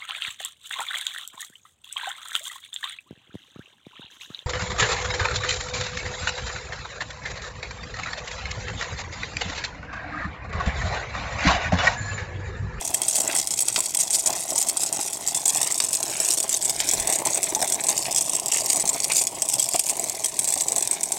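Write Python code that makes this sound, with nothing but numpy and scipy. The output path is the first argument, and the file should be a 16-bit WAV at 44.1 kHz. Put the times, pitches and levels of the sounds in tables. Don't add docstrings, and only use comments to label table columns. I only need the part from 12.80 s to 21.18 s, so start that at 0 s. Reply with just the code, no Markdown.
import sys
import numpy as np
from scipy import signal
from scipy.fft import rfft, irfft
from scipy.io import wavfile
from scipy.ndimage import uniform_filter1d, map_coordinates

SR = 44100
rng = np.random.default_rng(int(sys.argv[2]) if len(sys.argv) > 2 else 0)


def unload_audio(sound):
    columns = np.transpose(np.atleast_2d(sound))
    steps = np.round(np.clip(columns, -1, 1) * 32767)
    wavfile.write(sys.argv[1], SR, steps.astype(np.int16))


N = 369558
TIME = np.arange(N) / SR

# (frequency [Hz], relative spectral density [dB])
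WIND_SPECTRUM = [(15, -19), (35, -4.5), (58, -8.5), (90, -4.5), (200, -12), (800, -28.5)]
RUMBLE_SPECTRUM = [(70, -32), (120, 3), (270, -8), (900, -25.5)]
GRIT_SPECTRUM = [(80, -75), (500, -1), (1100, 3.5), (1500, 3), (2000, 8.5), (2500, 8), (2950, 4.5),
                 (3470, 7.5), (4300, -1.5), (7000, 0), (15000, -17)]
BODY_SPECTRUM = [(50, -28.5), (120, -12), (230, -8.5), (330, -5), (500, -6.5), (670, 2.5), (860, -3.5),
                 (1050, -4), (1300, -18), (5000, -24)]
CLACK_SPECTRUM = [(100, -28), (700, -4), (1300, -7.5), (2100, -3), (3200, -1), (4400, 1), (6000, -1.5),
                  (15000, -40)]
TICK_SPECTRUM = [(60, -42), (400, -12.5), (1400, -22.5), (2300, -9.5), (3000, -11.5), (3500, -10),
                 (4400, -9), (5300, -6.5), (6800, -1.5), (8200, -2.5), (9300, -3.5), (10500, -7),
                 (13000, -10.5), (16000, -23.5)]
# (frequency [Hz], bandwidth [Hz], relative level [dB])
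SHELL_MODES = [(338, 81, -1.5), (396, 54, -2), (660.4, 39, -2.5), (813, 21, -1), (927, 95, -1)]
WHEEL_MODES = [(3418, 46, 0), (5160, 680, -15), (5860, 340, -11), (7370, 490, -14.5), (7980, 1280, -4.5)]
# (centre time [s], duration [s], peak level [dB])
GUSTS = [(.1, 0.075, -43.5), (2.2, .3, -67), (4.05, 0.5, -49), (4.21, .17, -41), (5.35, 0.4, -53),
         (7.58, 0.24, -56)]
# (time [s], delay [ms])
REFLECTION_DELAY = [(0, 1.55), (1.9, 1.56), (2.5, 1.56), (3.05, 0.77), (3.5, 0.73), (3.8, 0.63),
                    (4.4, 0.47), (4.9, 0.56), (5.45, 0.33), (6.1, 0.5), (6.75, 0.36), (7.3, 0.5)]
# (time [s], relative level [dB])
ROLLING_LEVEL = [(0, -40.5), (1.2, -43), (2.5, -41.5), (3.0, -39.5), (3.9, -39.5), (4.3, -34), (5.1, -38.5),
                 (6.2, -40), (6.8, -42), (8.38, -39.5)]
# (centre time [s], duration [s], relative level [dB], rasp frequency [Hz])
SCUFFS = [(0.524, 0.14, -34, 1840), (1.54, 0.19, -41.5, 2140), (2.18, 0.16, -42, 1930),
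          (2.855, 0.25, -38, 2280), (3.396, 0.35, -39.5, 2530), (3.727, 0.057, -38, 2500),
          (4.023, 0.16, -37.5, 2580), (4.287, 0.28, -36.5, 2000), (4.566, 0.053, -40, 1880),
          (4.833, 0.039, -35, 1740), (5, 0.039, -34, 2080), (5.11, 0.094, -39, 1900),
          (5.276, 0.054, -35, 2000), (5.75, 0.11, -33, 2880), (6.314, 0.055, -32, 2420),
          (7.72, 0.047, -43, 2620)]
# (centre time [s], duration [s], peak level [dB])
SHOVES = [(.2, 0.13, -37), (.46, 0.26, -36), (1.53, 0.2, -31.5), (1.93, 0.27, -40), (2.16, 0.32, -39),
          (2.83, 0.094, -33), (3.3, 0.33, -40), (4.47, 0.13, -39.5), (4.79, 0.47, -43), (5.11, 0.087, -36),
          (5.97, 0.12, -35), (6.14, 0.2, -38.5), (6.57, 0.22, -40), (7.2, 0.27, -36.5), (7.93, 0.22, -36)]
# (time [s], peak level [dB], ring frequency [Hz])
KNOCKS = [(0.978, -23, 952), (1.493, -28, 690), (1.721, -25.5, 620), (1.758, -30, 920), (1.86, -33, 800),
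          (2.12, -32, 680), (2.191, -24.5, 830), (2.755, -27.5, 765), (3.4, -30, 665), (3.64, -27, 774),
          (4.289, -24, 732), (4.419, -26, 875), (4.461, -21, 875), (4.577, -28.5, 800), (4.723, -26.5, 350),
          (4.763, -24, 861), (4.819, -20, 690), (4.829, -22, 752), (5.102, -28.5, 828), (5.283, -25, 700),
          (5.804, -30.5, 660), (5.949, -33, 726), (6.04, -22.5, 843), (6.148, -26.5, 674),
          (6.298, -26.5, 877), (6.944, -19.5, 738), (7.197, -29.5, 697), (7.761, -28, 753)]
# (time [s], relative level [dB], 60 dB decay time [s])
CLACKS = [(0.513, -23, 0.0092), (0.8845, -22, 0.0035), (0.9601, -16.5, 0.028), (3.002, -14.5, 0.0099),
          (4.002, -15, 0.005), (4.022, -27, .012), (4.324, -28, .015), (4.827, -39, .07),
          (5.255, -23.5, .02), (5.9, -48, .012), (6.315, -20, 0.036), (6.941, -27, 0.09)]
# (centre time [s], duration [s], relative level [dB])
GRIT_BITES = [(0.36, 0.22, -24.0), (0.591, 0.069, -24), (0.715, 0.36, -34), (0.803, 0.086, -21),
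              (1.022, 0.17, -24.5), (1.19, 0.12, -19), (1.36, 0.13, -20.5), (1.508, 0.41, -28),
              (1.765, 0.24, -28.5), (1.882, 0.081, -26), (2.176, 0.47, -26.0), (2.69, 0.069, -21),
              (2.89, 0.61, -29.5), (3.02, 0.18, -28.5), (3.141, 0.094, -22), (3.443, 0.096, -25.5),
              (3.516, 0.081, -19), (3.604, 0.12, -28), (3.746, 0.095, -19), (3.862, 0.14, -20.5),
              (4.11, 0.41, -29), (4.327, 0.081, -23), (4.546, 0.19, -27), (4.873, 0.12, -30),
              (5.091, 0.11, -21.5), (5.196, 0.084, -20.5), (5.37, 0.15, -23.0), (5.506, 0.36, -29.5),
              (5.753, 0.16, -19.5), (5.974, 0.34, -26), (6.114, 0.1, -21.5), (6.404, 0.12, -19),
              (6.69, 0.21, -27), (6.813, 0.086, -22.5), (7, 0.12, -36), (7.085, 0.094, -25),
              (7.447, 0.046, -26.5), (7.678, 0.44, -32), (7.81, 0.049, -24.0), (7.992, 0.14, -31)]
# (time [s], level [dB], ring frequency [Hz])
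TICKS = [(0.1442, -9.5, 7940), (0.218, -12, 8500), (0.283, -9.5, 7970), (0.3563, -14.0, 7900),
         (0.3649, -15.0, 7900), (0.382, -17, 9300), (0.4022, -16.5, 7600), (0.417, -16.5, 7300),
         (0.4764, -15.5, 7700), (0.5505, -16, 8950), (0.564, -14, 9000), (0.5734, -15.5, 7600),
         (0.5863, -15.5, 8300), (0.6727, -15, 6700), (0.7392, -19, 7400), (0.7916, -17, 8100),
         (0.8127, -18, 7800), (0.823, -14.0, 7900), (0.8835, -14.0, 7740), (0.9607, -18, 4850),
         (0.989, -14.5, 9500), (1.0044, -10, 7600), (1.148, -14.5, 8700), (1.1707, -15, 8150),
         (1.1894, -19, 8700), (1.215, -27, 7900), (1.2338, -16, 6900), (1.3056, -14.5, 8300),
         (1.33, -17.5, 6800), (1.3522, -18, 7050), (1.3865, -20, 7700), (1.3975, -23.5, 7300),
         (1.7055, -16, 7900), (1.76, -13.5, 8400), (1.7795, -13, 8000), (1.814, -15, 8150),
         (1.8271, -14.5, 6100), (1.886, -13.5, 8100), (1.8965, -14.5, 8900), (1.97, -16.0, 7900),
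         (1.9964, -24.5, 7520), (2.0245, -20, 8300), (2.034, -11.5, 8200), (2.1266, -15, 7850),
         (2.331, -19.5, 8300), (2.4754, -13, 7800), (2.4838, -17.5, 7500), (2.5466, -16.5, 7600),
         (2.573, -17.5, 7500), (2.6564, -8.5, 7140), (2.6794, -10, 8400), (2.6905, -16, 8400),
         (2.748, -14, 5800), (2.7604, -13.5, 7800), (2.7715, -14, 8400), (2.779, -21, 8100),
         (2.8146, -13.5, 7600), (2.8302, -13.5, 7800), (2.845, -18, 8400), (2.8728, -17, 8000),
         (2.914, -19, 7300), (2.923, -12.5, 7800), (2.981, -21, 7800), (3.002, -14, 4550),
         (3.0393, -15.5, 8600), (3.1309, -12.5, 8500), (3.151, -14, 7260), (3.2288, -15, 9600),
         (3.4012, -13.5, 7800), (3.458, -16, 8100), (3.4868, -11, 8100), (3.5072, -22, 8100),
         (3.5199, -16.5, 7140), (3.575, -18, 8360), (3.5846, -17, 7100), (3.603, -12, 8150),
         (3.6293, -16, 8400), (3.6932, -14.5, 7460), (3.728, -14, 7300), (3.772, -16, 8100),
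         (3.8249, -17, 7850), (3.8545, -13.5, 7600), (3.905, -17, 8100), (4.0029, -15, 5200),
         (4.0895, -11, 5850), (4.1125, -14.5, 8000), (4.1259, -21, 8100), (4.1355, -15, 7400),
         (4.1992, -15.5, 8150), (4.2731, -13, 8400), (4.2998, -11.5, 8200), (4.3246, -15.5, 8200),
         (4.3337, -19, 8500), (4.3556, -16.5, 7000), (4.3873, -15.5, 7100), (4.4524, -16, 7400),
         (4.4705, -12, 7300), (4.5461, -13.5, 8300), (4.574, -15, 8400), (4.63, -14, 7700),
         (4.6407, -13, 9000), (4.749, -13, 6200), (4.816, -17.5, 5800), (4.8254, -13.5, 8240),
         (4.8762, -17, 8100), (4.9, -16.5, 8900), (4.9224, -13, 6000), (4.9444, -15.5, 7800),
         (5.0386, -17.0, 7800), (5.0859, -12, 8200), (5.097, -15.5, 7600), (5.1044, -17.5, 6900),
         (5.1778, -14, 7000), (5.326, -17, 7600), (5.3472, -15, 8140), (5.3613, -12, 5250),
         (5.374, -18, 5100), (5.383, -15.5, 7600), (5.4222, -19, 7600), (5.5336, -17, 7900),
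         (5.5513, -15, 7800), (5.5651, -15, 7900), (5.5979, -16, 8800), (5.6599, -14, 7700),
         (5.6826, -16, 7840), (5.7201, -12.5, 5750), (5.771, -15, 8100), (5.786, -24, 7300),
         (5.8437, -19.5, 8300), (5.8606, -15, 5440), (5.892, -21, 8400), (5.9001, -7, 4600),
         (5.9197, -22, 8500), (5.9307, -13.5, 8500), (5.959, -15, 5100), (5.9978, -16.0, 7900),
         (6.0768, -14.0, 8500), (6.0915, -10, 7200), (6.2025, -13.5, 7200), (6.244, -9.5, 5430),
         (6.3198, -13.5, 8900), (6.3344, -16, 7040), (6.3492, -17, 6900), (6.3667, -12, 6850),
         (6.3809, -14.5, 6700), (6.4048, -22, 7200), (6.4179, -17.0, 7300), (6.47, -13.5, 6800),
         (6.6203, -8.5, 8000), (6.6878, -13.5, 7800), (6.6993, -13.5, 7700), (6.7368, -15.5, 8200),
         (6.7963, -10, 8100), (6.8253, -16.5, 7700), (6.842, -15, 9200), (6.889, -15, 8200),
         (6.9354, -14.5, 7400), (6.96, -13.5, 9000), (6.9938, -10.5, 9300), (7.0966, -14, 8900),
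         (7.1033, -13, 7600), (7.1958, -13.5, 7600), (7.241, -16.5, 7500), (7.297, -13, 7350),
         (7.4441, -15, 9100), (7.4594, -15, 6760), (7.591, -7, 9400), (7.6438, -16.5, 7400),
         (7.6753, -15, 7900), (7.6881, -13, 7500), (7.704, -14.5, 8100), (7.7232, -18, 7860),
         (7.7392, -10, 7900), (7.8085, -14, 7400), (7.8205, -15, 7900), (7.8835, -13, 7900),
         (7.92, -13, 8000), (7.962, -9, 7800), (7.981, -13.5, 8200), (8.0252, -13, 7850),
         (8.0745, -13, 8560), (8.1115, -9, 8200), (8.1302, -19, 8500), (8.232, -13.5, 7800),
         (8.3203, -13.5, 8900)]


def undb(db):
    return 10 ** (np.asarray(db) / 20)


def unit(x):
    return x / np.sqrt(np.mean(x ** 2))


def unit_peak(x):
    return x / np.sqrt(uniform_filter1d(x ** 2, 88).max())


def curve(table):
    return np.interp(TIME, *np.transpose(table))


def add(out, start_s, x):
    i = int(np.clip(start_s * SR, 0, len(out) - 1))
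    out[i:i + len(x)] += x[:len(out) - i]


def fade(t, t60):
    return np.exp(-np.log(1000) * t / t60)


def swells(table):
    gain = np.zeros(N)
    for centre, length, db in table:
        add(gain, centre - length / 2, undb(db) * np.sin(np.linspace(0, np.pi, int(length * SR))))
    return gain


def wander(rate_hz):
    step = int(SR / rate_hz)
    return unit(uniform_filter1d(np.repeat(rng.standard_normal(N // step + 1), step), step)[:N])


def grains(per_s, spread_db):
    chance, size = rng.random(N), rng.standard_normal(N)
    return (chance < per_s / SR) * undb(spread_db * np.clip(size, -2, 2))


def bursts(hits, t60):
    power = signal.fftconvolve(hits ** 2, fade(TIME[:SR // 10], t60) ** 2)[:N]
    return np.sqrt(np.abs(power)) * rng.standard_normal(N)


def colour(x, spectrum, size=4096):
    hz, db = np.transpose(spectrum)
    bins = np.maximum(np.arange(size // 2 + 1) * SR / size, 1)
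    magnitude = undb(np.interp(np.log(bins), np.log(hz), db))
    cepstrum = irfft(np.log(magnitude))
    cepstrum[1:size // 2] *= 2
    cepstrum[size // 2 + 1:] = 0
    return signal.fftconvolve(x, irfft(np.exp(rfft(cepstrum))))[:len(x)]


def resonate(x, hz, width_hz):
    return signal.lfilter(*signal.iirpeak(hz, hz / width_hz, fs=SR), x)


def delayed(x, lag_s):
    return map_coordinates(x, [np.arange(N) - lag_s * SR], order=3)


def wind(flutter_db=1.5, breeze_db=-58):
    rumble = unit(colour(rng.standard_normal(N), WIND_SPECTRUM))
    breeze = undb(breeze_db + flutter_db * wander(rate_hz=13))
    return rumble * np.hypot(breeze, swells(GUSTS))


def treads(rumble_db=-52, hiss_db=-44):
    lumps = bursts(grains(per_s=160, spread_db=4), t60=0.014)
    rumble = unit(colour(lumps, RUMBLE_SPECTRUM))
    hiss = unit(colour(rng.standard_normal(N), TICK_SPECTRUM))
    return undb(rumble_db) * rumble + undb(hiss_db) * hiss


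def with_reflections(direct, near_db=-6, legs_db=-9, legs_lag_s=0.001093, sway=0.191):
    treble = signal.sosfilt(signal.butter(1, 1500, "high", fs=SR, output="sos"), direct)
    softened = signal.sosfiltfilt(signal.butter(1, 6000, fs=SR, output="sos"), treble)
    near = delayed(softened, curve(REFLECTION_DELAY) / 1000)
    legs = delayed(treble, legs_lag_s * np.exp(sway * wander(rate_hz=4)))
    return direct + undb(near_db) * near + undb(legs_db) * legs


def scattered_tail(chatter, t60=0.024, gain_db=-13):
    return undb(gain_db) * np.std(chatter) * unit(wheel_response(bursts(chatter, t60)))


def axle_sizzle(impacts, hz=8200, width_hz=660, t60=0.13, gain_db=-10):
    ring = resonate(bursts(impacts, t60), hz, width_hz)
    return undb(gain_db) * np.std(impacts) * unit(resonate(ring, hz, width_hz))


def grit_crackle(gain_db=-8.5, wander_db=3, ring_db=2, sizes=6):
    crackle = np.zeros(N)
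    for hz in np.geomspace(2000, 5000, sizes):
        grit = bursts(grains(per_s=520 / sizes, spread_db=5), t60=0.011)
        crackle += grit + undb(ring_db) * resonate(grit, hz, hz / 5)
    level_db = curve(ROLLING_LEVEL) + gain_db + wander_db * wander(rate_hz=20)
    return unit(colour(crackle, GRIT_SPECTRUM)) * undb(level_db)


def sole_scuffs(rasp_db=-3, rasp_width_hz=900, gain_db=-1):
    out = np.zeros(N)
    grit = colour(bursts(grains(per_s=380, spread_db=5), t60=0.011), GRIT_SPECTRUM)
    for *swell, hz in SCUFFS:
        rasp = undb(rasp_db) * resonate(grit, hz, rasp_width_hz)
        out += swells([swell]) * unit(grit + rasp)
    return undb(gain_db) * out


def body_drumming(chatter, jolt_db=-8, jolt_t60=0.054, ring_db=-5):
    road = unit(bursts(grains(per_s=200, spread_db=5.5), t60=0.032))
    jolts = undb(jolt_db) * unit(bursts(chatter, jolt_t60))
    drum = unit(colour(road + jolts, BODY_SPECTRUM))
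    modes = sum(undb(db) * unit(resonate(grains(per_s=40, spread_db=3), hz, width))
                for hz, width, db in SHELL_MODES)
    ring = undb(ring_db) * unit(colour(modes, BODY_SPECTRUM))
    return unit(drum + ring) * np.hypot(undb(curve(ROLLING_LEVEL)), swells(SHOVES))


def body_knocks(thud_t60=0.057, ring_db=1, ring_t60=0.061, bounce_s=0.012, bounce_db=-4):
    out, t = np.zeros(N), TIME[:SR // 8]
    for start, db, hz in KNOCKS:
        thud = unit_peak(colour(rng.standard_normal(len(t)) * fade(t, thud_t60), BODY_SPECTRUM))
        late, detune = np.clip(rng.standard_normal(2), -2, 2)
        bounce_hz = hz * np.exp(0.085 * detune)
        ring, bounce = (np.sin(2 * np.pi * f * t) * fade(t, ring_t60) for f in (hz, bounce_hz))
        add(ring, bounce_s * np.exp(0.3 * late), undb(bounce_db) * bounce)
        add(out, start, undb(db) * unit_peak(thud + undb(ring_db) * unit_peak(ring)))
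    return out


def plastic_clacks(tail_db=-16, tail_t60=0.21, gain_db=-1):
    out, t = np.zeros(N), TIME[:SR // 8]
    for start, db, t60 in CLACKS:
        slap = rng.standard_normal(len(t)) * (fade(t, t60) + undb(tail_db) * fade(t, tail_t60))
        add(out, start, undb(db + gain_db) * unit_peak(colour(slap, CLACK_SPECTRUM)))
    return out


def wheel_response(force, scatter_db=0, direct_db=-8):
    offsets = np.clip(rng.standard_normal((len(WHEEL_MODES), 2)), -1, 1)
    modes = np.zeros(len(force))
    for (hz, width, db), (louder, higher) in zip(WHEEL_MODES, offsets):
        mode_hz = hz * np.exp(0.012 * scatter_db * higher)
        modes += undb(db + scatter_db * louder) * resonate(force, mode_hz, width)
    return colour(undb(direct_db) * force + modes, TICK_SPECTRUM, size=1024)


def wheel_contact(t60=0.013, snap_db=5, snap_t60=0.002, rebound_s=0.003, rebound_db=-4):
    t = TIME[:SR // 32]
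    noise = rng.standard_normal(len(t))
    late, grind = np.clip(rng.standard_normal(2), -2, 2)
    grind_t60 = t60 * np.exp(0.48 * grind)
    since_rebound = t - rebound_s * np.exp(0.38 * late)
    rebound = (since_rebound > 0) * fade(np.abs(since_rebound), grind_t60) * undb(rebound_db)
    blow = np.hypot(fade(t, grind_t60), undb(snap_db) * fade(t, snap_t60))
    return unit_peak(wheel_response(noise * np.hypot(blow, rebound), scatter_db=5))


def wheel_rattle(per_s=240, coast_db=-33, bite_db=-3, wander_db=1.5, ring_db=7, sizes=24):
    rattle = np.zeros(N)
    for hz in np.geomspace(3800, 11000, sizes):
        contact = wheel_contact()
        contact = unit_peak(contact + undb(ring_db) * resonate(contact, hz, hz / 8))
        rattle += signal.oaconvolve(grains(per_s / sizes, spread_db=5), contact)[:N]
    rattle = unit(rattle * undb(wander_db * wander(rate_hz=40)))
    bite = np.max([swells([row]) for row in GRIT_BITES], axis=0)
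    return rattle * np.hypot(undb(coast_db), undb(bite_db) * bite)


def wheel_ticks(ring_db=5, ring_width_hz=420, crack_db=-13, crack_t60=0.0018):
    out = np.zeros(N)
    for start, db, hz in TICKS:
        contact = wheel_contact()
        crack = np.diff(rng.standard_normal(len(contact) + 1)) * fade(TIME[:len(contact)], crack_t60)
        tick = unit_peak(contact + undb(ring_db) * resonate(contact, hz, ring_width_hz))
        add(out, start, undb(db) * (tick + undb(crack_db) * unit_peak(crack)))
    return out


def scene():
    ticks = wheel_ticks()
    chatter = ticks + wheel_rattle()
    toy = chatter + body_drumming(chatter) + grit_crackle() + sole_scuffs()
    toy = toy + body_knocks() + plastic_clacks()
    mix = with_reflections(toy) + scattered_tail(chatter) + axle_sizzle(ticks) + treads() + wind()
    return mix[None]


def record(dry, limit_db=-13, ceiling_db=-4, window_samples=66, cutoff_hz=16000):
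    level = np.sqrt(np.abs(uniform_filter1d(dry ** 2, window_samples)))
    gain = uniform_filter1d(1 / np.maximum(1, level / undb(limit_db)), window_samples)
    limited = dry * gain
    rounded = limited / np.sqrt(np.hypot(1, (limited / undb(ceiling_db)) ** 2))
    return signal.sosfilt(signal.ellip(10, 0.2, 70, cutoff_hz, fs=SR, output="sos"), rounded)


dry = scene()
out = record(dry)
unload_audio(out)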